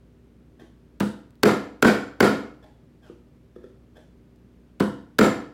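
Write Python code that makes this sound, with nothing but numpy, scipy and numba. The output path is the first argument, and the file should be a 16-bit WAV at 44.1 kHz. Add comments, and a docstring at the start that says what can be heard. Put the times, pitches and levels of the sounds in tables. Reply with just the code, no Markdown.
"""Chisel and mallet in a small workshop

Close to the bench, one microphone, low mains hum behind. A mallet drives a chisel into a clamped board:
four blows, the blade slides and bumps as it is levered out and reset, then two more. Each blow ticks on
the handle, cracks the fibres, knocks the board and shakes the bench, and the room rings on. The blows
vary in force, depth of cut and squareness; a limiter ducks the hard ones."""
import sys
import numpy as np
from scipy import signal
from scipy.fft import rfft, irfft
from scipy.io import wavfile
from scipy.ndimage import uniform_filter1d, minimum_filter1d
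from numba import njit

SR = 44100
rng = np.random.default_rng(int(sys.argv[2]) if len(sys.argv) > 2 else 0)


def int16_out(signal):
    """Quantize to a 16-bit WAV file."""
    q = np.round(np.clip(np.atleast_2d(signal).T, -1, 1) * 32767)
    wavfile.write(sys.argv[1], SR, q.astype(np.int16))


N = 244093
T = np.arange(int(.9 * SR)) / SR  # time axis of one struck sound, in seconds


def undb(db):
    """Decibels to gain."""
    return 10 ** (np.asarray(db) / 20)


def along(points, hz):
    """Read (Hz, value) points on a log-frequency axis."""
    point_hz, value = np.transpose(points)
    return np.interp(np.log(np.maximum(hz, 1)), np.log(point_hz), value)


def noise(spectrum, count):
    """Noise of a given colour, rms 1."""
    hz = np.fft.rfftfreq(count, 1 / SR)
    x = irfft(undb(along(spectrum, hz)) * np.exp(2j * np.pi * rng.random(len(hz))), count)
    return x / x.std()


def soften(x, hz, order=2):
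    """Low-pass: a softer contact passes less treble."""
    return signal.sosfilt(signal.butter(order, min(hz, SR / 2 - 1), fs=SR, output="sos"), x)


def thin(x, hz, order=2):
    """High-pass: small surfaces radiate little bass."""
    return signal.sosfilt(signal.butter(order, hz, "high", fs=SR, output="sos"), x)


def fade(t60_s):
    """Exponential decay, 60 dB in t60_s."""
    return np.exp(-np.log(1000) * T / t60_s)


def swell(rise_s):
    """A soft onset with the given time constant."""
    return 1 - np.exp(-T / rise_s)


def ring(modes, pitch=1, spread=0):
    """Struck modes; neighbours swing in opposite senses, and spread scatters their phases."""
    phases = np.pi * (np.arange(len(modes)) + 2 * spread * rng.random(len(modes)))
    return sum(undb(db) * fade(t60_s) * np.sin(2 * np.pi * f * pitch * T + phase)
               for (f, db, t60_s), phase in zip(modes, phases))


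def click(spectrum, size=1024):
    """A single click of a given colour, energy 1."""
    cepstrum = irfft(np.log(undb(along(spectrum, np.fft.rfftfreq(size, 1 / SR)))))
    # minimum phase packs the energy at the start
    cepstrum[1:size // 2] *= 2
    cepstrum[size // 2 + 1:] = 0
    x = irfft(np.exp(rfft(cepstrum)))
    return x / np.linalg.norm(x)


def scatter(t60_s):
    """A brief, dense cluster of tiny pulses, energy 1."""
    x = rng.standard_normal(len(T)) * fade(t60_s)
    return x / np.linalg.norm(x)


def add(track, start_s, x):
    """Mix a sound into a track at a time."""
    i = max(int(start_s * SR), 0)
    track[i:i + len(x)] += x[:len(track) - i]


# mains hum in the background: pitch_hz, rms_db
HUM_TONES = [(59.5, -59), (119, -65), (178, -71), (241, -61.5), (306.8, -69.5), (387.6, -69)]
# still air of the workshop: frequency_hz, level_db
AIR_SPECTRUM = [(20, -36.5), (35, -22), (50, -10), (100, -7), (160, -6.5), (260, -11), (400, -15),
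                (560, -20.5), (750, -29), (1500, -33), (3000, -39), (7000, -48), (16000, -53)]

def room_tone(air_db=-56):
    """Mains hum over a soft, dull rush of air."""
    t = np.arange(N) / SR
    hum = sum(undb(db) * np.sqrt(2) * np.sin(2 * np.pi * (hz * t + rng.random()))
              for hz, db in HUM_TONES)
    return hum + undb(air_db) * noise(AIR_SPECTRUM, N)


# steel rubbing on wood: frequency_hz, level_db
RUB_SPECTRUM = [(200, 6), (600, 12), (1000, 0), (2000, -8), (4500, -12), (6000, -13), (7800, -15),
                (10000, -17), (16000, -18)]

def blade_slide(length_s, stop_s=.006, squeak_hz=1720, sag_hz_per_s=5500, squeak_db=-5, grain_db=4):
    """Tiny slips of steel on wood: a grainy rub and a rough squeak that sags as the blade slows."""
    t = T[:int((length_s + stop_s) * SR)]
    slips = np.interp(t, t[::64], rng.standard_normal(len(t[::64])))
    pitch_hz = (squeak_hz - sag_hz_per_s * t) * (1 + .06 * slips)
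    phase = 2 * np.pi * np.cumsum(pitch_hz) / SR
    squeak = np.sin(phase) + np.sin(2 * phase) / 2
    friction = noise(RUB_SPECTRUM, len(t)) + undb(squeak_db) * squeak
    rub = soften(friction * undb(grain_db * slips), 9000, order=1)
    return rub / rub.std() * signal.windows.tukey(len(t), .5)


# the blade moving in the mortise: bump_s, slide_length_s, slide_db, bump_db, board_pitch_hz
BLADE_MOVES = [(.619, 0.03, -53.5, -38.5, 340), (2.643, 0.023, -56.5, -48, 678),
               (3.097, 0.083, -57.5, -33, 375), (3.561, 0.0071, -57, -33, 389), (3.64, .01, -57, -34, 409),
               (3.980, 0.032, -54.5, -44.5, 495)]
# the board under a light touch: pitch_ratio, level_db, t60_s
BOARD_MODES = [(.52, -8, .05), (.93, 0, .06), (1.25, -2, .04), (3.3, -14, .02)]

def handling(touch_s=.0014, board_db=2, bench_db=-19, push_hz=230):
    """The blade slides in its cut and comes to rest against the board, stirring the bench."""
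    out = np.zeros(N)
    bench = undb(bench_db) * soften(bench_ring(spread=1), push_hz)
    for bump_s, length_s, slide_db, bump_db, board_hz in BLADE_MOVES:
        board = undb(board_db) * ring(BOARD_MODES, board_hz)
        add(out, bump_s - length_s, undb(slide_db) * blade_slide(length_s))
        add(out, bump_s, undb(bump_db) * (board + bench) * swell(touch_s))
    return out


# the bench and the room around it: pitch_hz, level_db, t60_s
BENCH_MODES = [(81.3, -15.5, 0.47), (103.44, -15, 0.5), (136, -13.5, 0.63), (150.7, -13, 0.3),
               (177, -7.5, .35), (225.6, -7.5, 0.54), (250, -15, 0.17), (272.4, -0.5, .45),
               (275.4, -10, 0.78), (300.4, -5, 0.68), (337.4, 0, 0.44), (361, -3, .45), (384, -3, 0.29),
               (445, -3, 0.28), (484.3, -1.5, 0.54), (506.4, -1, 0.46), (527.6, -1, 0.38),
               (668, -3.5, 0.47), (767, -9, 0.26), (965, -6.5, 0.17)]

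def bench_ring(spread):
    """A push on the bench leaves a long, low ringing."""
    return ring(BENCH_MODES, spread=spread)


# first reflections off bench, floor, ceiling and walls: delay_s, level_db
REFLECTIONS = [(.008, -8.5), (0.0132, -17), (0.0226, -6), (0.028, -12), (.047, -27), (.058, -13.5),
               (.072, -19)]
# reverberation of the small room: centre_hz, level_db, t60_s
REVERB_BANDS = [(60, -16, 0.39), (206, -4, 0.36), (450, -13, 0.52), (760, -1, 0.49), (1510, -4, 0.47),
                (3000, 0.5, 0.45), (5960, 0.5, 0.43), (10000, 3, 0.35), (16000, -7.5, 0.26)]

def workshop(direct_db=-1, clutter_db=1, wet_db=-28.5, gap_s=.0098, build_s=.017):
    """Paths to the microphone: direct, off the clutter, off the walls, then a tail losing its treble."""
    hz = np.fft.rfftfreq(len(T), 1 / SR)
    diffuse = rfft(rng.standard_normal(len(T)))
    centres_hz = [row[0] for row in REVERB_BANDS]
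    tail = 0
    for share, (_, db, t60_s) in zip(np.eye(len(REVERB_BANDS)), REVERB_BANDS):
        band_gain = along(list(zip(centres_hz, share)), hz)
        tail = tail + undb(db) * irfft(diffuse * band_gain, len(T)) * fade(t60_s)
    # long waves pass round the tools on the bench; short ones are scattered by them
    response = undb(direct_db) * soften(signal.unit_impulse(len(T)), 1700)
    add(response, 0, undb(clutter_db) * thin(scatter(t60_s=.03), 1900))
    for delay_s, db in REFLECTIONS:
        echo = soften(scatter(t60_s=.018), 6000, order=1)
        add(response, delay_s, undb(db) * thin(echo, 250))
    add(response, gap_s, undb(wet_db) * tail * swell(build_s))
    return response


# mallet face meeting the handle: frequency_hz, level_db
TICK_SPECTRUM = [(300, -23.5), (1800, 6.5), (3500, 6), (6000, -1.5), (9000, 0), (12000, -7.5), (16000, 0.5)]

def contact_tick():
    """Two hard surfaces meet in one bright click."""
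    return click(TICK_SPECTRUM)


# the mallet's strokes at the bench: start_s, force_db, cut_depth_db, squareness_db
STROKES = [(1.0039, -6, -7.5, -1.5), (1.4328, 0.5, 0.8, -3.5), (1.8253, 1.66, 2, -0.5),
           (2.2047, 1, 1.16, -11), (4.8022, -4.5, -6, -7.5), (5.1883, 1.5, 0.92, 2)]
# the board's first, heavily damped thump: pitch_hz, level_db, t60_s
THUMP_MODES = [(100, -14.5, 0.082), (217, 5.5, 0.036), (421, 7.5, .03), (680, -5, 0.023)]

def mallet_blows(tick_lead_s=.0034, thump_lag_s=.00396, tick_db=-10, thump_db=-3, bench_db=-18,
                 boom_hz=206.4, boom_db=-12.5, boom_t60_s=.4, rise_s=.00067):
    """The mallet ticks on the handle, the edge bites, then the bench gives and booms."""
    out = np.zeros(N)
    bench = bench_ring(spread=.92) * swell(rise_s)
    boom = ring([(boom_hz, boom_db, boom_t60_s)]) * swell(rise_s)
    thump = thin(ring(THUMP_MODES), 77)
    tick = undb(tick_db) * contact_tick()
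    for start_s, force_db, cut_db, square_db in STROKES:
        push_hz = 550 * 2 ** (.29 * force_db)  # a harder blow is a shorter, brighter push
        bite, direct = chisel(force_db, cut_db, square_db)
        add(bite, thump_lag_s, undb(thump_db + force_db) * soften(thump, push_hz))
        # arm and mallet move, so the reflections differ from blow to blow
        add(out, start_s - tick_lead_s, undb(square_db) * signal.fftconvolve(tick, workshop()))
        add(out, start_s, signal.fftconvolve(bite, workshop()))
        add(out, start_s, direct)
        add(out, start_s + thump_lag_s, undb(force_db) * clamp_chatter())
        # the bench top's main bending mode booms even at a light blow; higher modes need a hard one
        shake = boom + undb(bench_db) * soften(bench, push_hz, order=1)
        add(out, start_s + thump_lag_s, undb(force_db) * shake)
    return out


# chisel and mallet head pressed together: pitch_ratio, level_db, t60_s
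KNOCK_MODES = [(.7, -7, .018), (.87, -4, .014), (.96, -1, .016), (1.08, -2, .014), (1.24, -8, .014),
               (1.39, -5, .014), (2.2, -19, .012), (2.97, -13, .013), (3.55, -17, .012)]
# splitting wood fibres: frequency_hz, level_db
CRACK_SPECTRUM = [(40, -19), (200, 8.5), (400, -2.5), (750, 7), (1100, -1), (1450, 14.5), (2000, -4),
                  (2600, -6.5), (4500, -7.5), (7000, -16.5), (11000, -19.5), (16000, -17)]
# the handle, damped by the fist: pitch_hz, level_db, t60_s
HANDLE_MODES = [(970, -1, .035), (1270, -2, .035), (1800, 0, .035), (2780, -5, .04), (3750, -3, .025),
                (4500, -3, .025), (8000, -7, .02), (9600, -7, .02)]
# the free steel of the blade: pitch_hz, level_db, t60_s
BLADE_MODES = [(3260, 3, .03), (7230, 0, .11), (7285, -2, .11)]

def chisel(force_db, cut_db, square_db, dull_hz=1800, rebound_s=.0035, rebound_db=-6):
    """The edge bites and the tool rings. 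Returns what fills the room and what arrives direct."""
    # a deeper cut splits more fibres and seats the chisel tighter, so it knocks louder and higher
    knock_hz = 1423.3 * 2 ** (.0856 * cut_db)
    knock = undb(-2 + 1.85 * cut_db) * thin(ring(KNOCK_MODES, knock_hz), 280)
    crack = undb(10 + 2.4 * cut_db) * click(CRACK_SPECTRUM)
    handle = undb(-33 + force_db) * ring(HANDLE_MODES)
    blade = undb(-42.5 + 6 * force_db) * ring(BLADE_MODES)  # rings far more under a hard blow
    bite = handle + blade + soften(knock, dull_hz)
    add(bite, 0, crack)
    # the chisel faces the microphone: knock, judder and snaps (louder on a square hit) arrive dry
    splits = scatter(t60_s=.022) * swell(rise_s=.0006)
    snaps = thin(signal.fftconvolve(crack, splits)[:len(T)], 1500)
    judder = soften(signal.fftconvolve(knock, scatter(t60_s=.03)), dull_hz)
    direct = undb(-3.5) * knock + undb(10 + square_db) * snaps
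    add(direct, rebound_s, undb(rebound_db) * judder)
    return bite, direct


def clamp_chatter(gain_db=17, low_hz=600, high_hz=1300, t60_s=.12):
    """The board chatters in its clamps as it is driven against the bench."""
    return undb(gain_db) * thin(soften(scatter(t60_s), high_hz), low_hz)


# dry ticks while the mallet is raised: start_s, level_db
FAINT_TICKS = [(1.307, -38), (1.355, -39.5), (4.36, -46)]

def faint_ticks(t60_s=.0032, low_hz=3500):
    """Tiny ticks close to the microphone, too faint to stir the room."""
    out = np.zeros(N)
    for start_s, db in FAINT_TICKS:
        tick = signal.fftconvolve(contact_tick(), scatter(t60_s))
        add(out, start_s, undb(db) * thin(tick, low_hz))
    return out


def scene():
    """Everything reaches one microphone by the bench, the same in both channels."""
    blows = mallet_blows()
    handling_in_room = signal.fftconvolve(handling(), workshop())[:N]
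    mono = blows + handling_in_room + faint_ticks() + room_tone()
    return np.array([mono, mono])


@njit
def held_peak(size, release):
    """An envelope that jumps to each peak and sinks back slowly."""
    out, held = np.empty(len(size)), 0.
    for i in range(len(size)):
        held = max(size[i], held * release)
        out[i] = held
    return out


def record(dry, ceiling=.61, release_s=.017, top_hz=16000):
    """Behind the microphone, a look-ahead limiter ducks the hard blows; the top treble is cut."""
    peak = held_peak(np.abs(dry[0]), np.exp(-1 / (release_s * SR)))
    gain = ceiling / np.maximum(peak, ceiling)
    gain = uniform_filter1d(minimum_filter1d(gain, size=65), size=65)  # eases down ahead of each peak
    lowpass = signal.ellip(8, .2, 70, top_hz, fs=SR, output="sos")
    return signal.sosfilt(lowpass, dry * gain)


dry = scene()
out = record(dry)
int16_out(out)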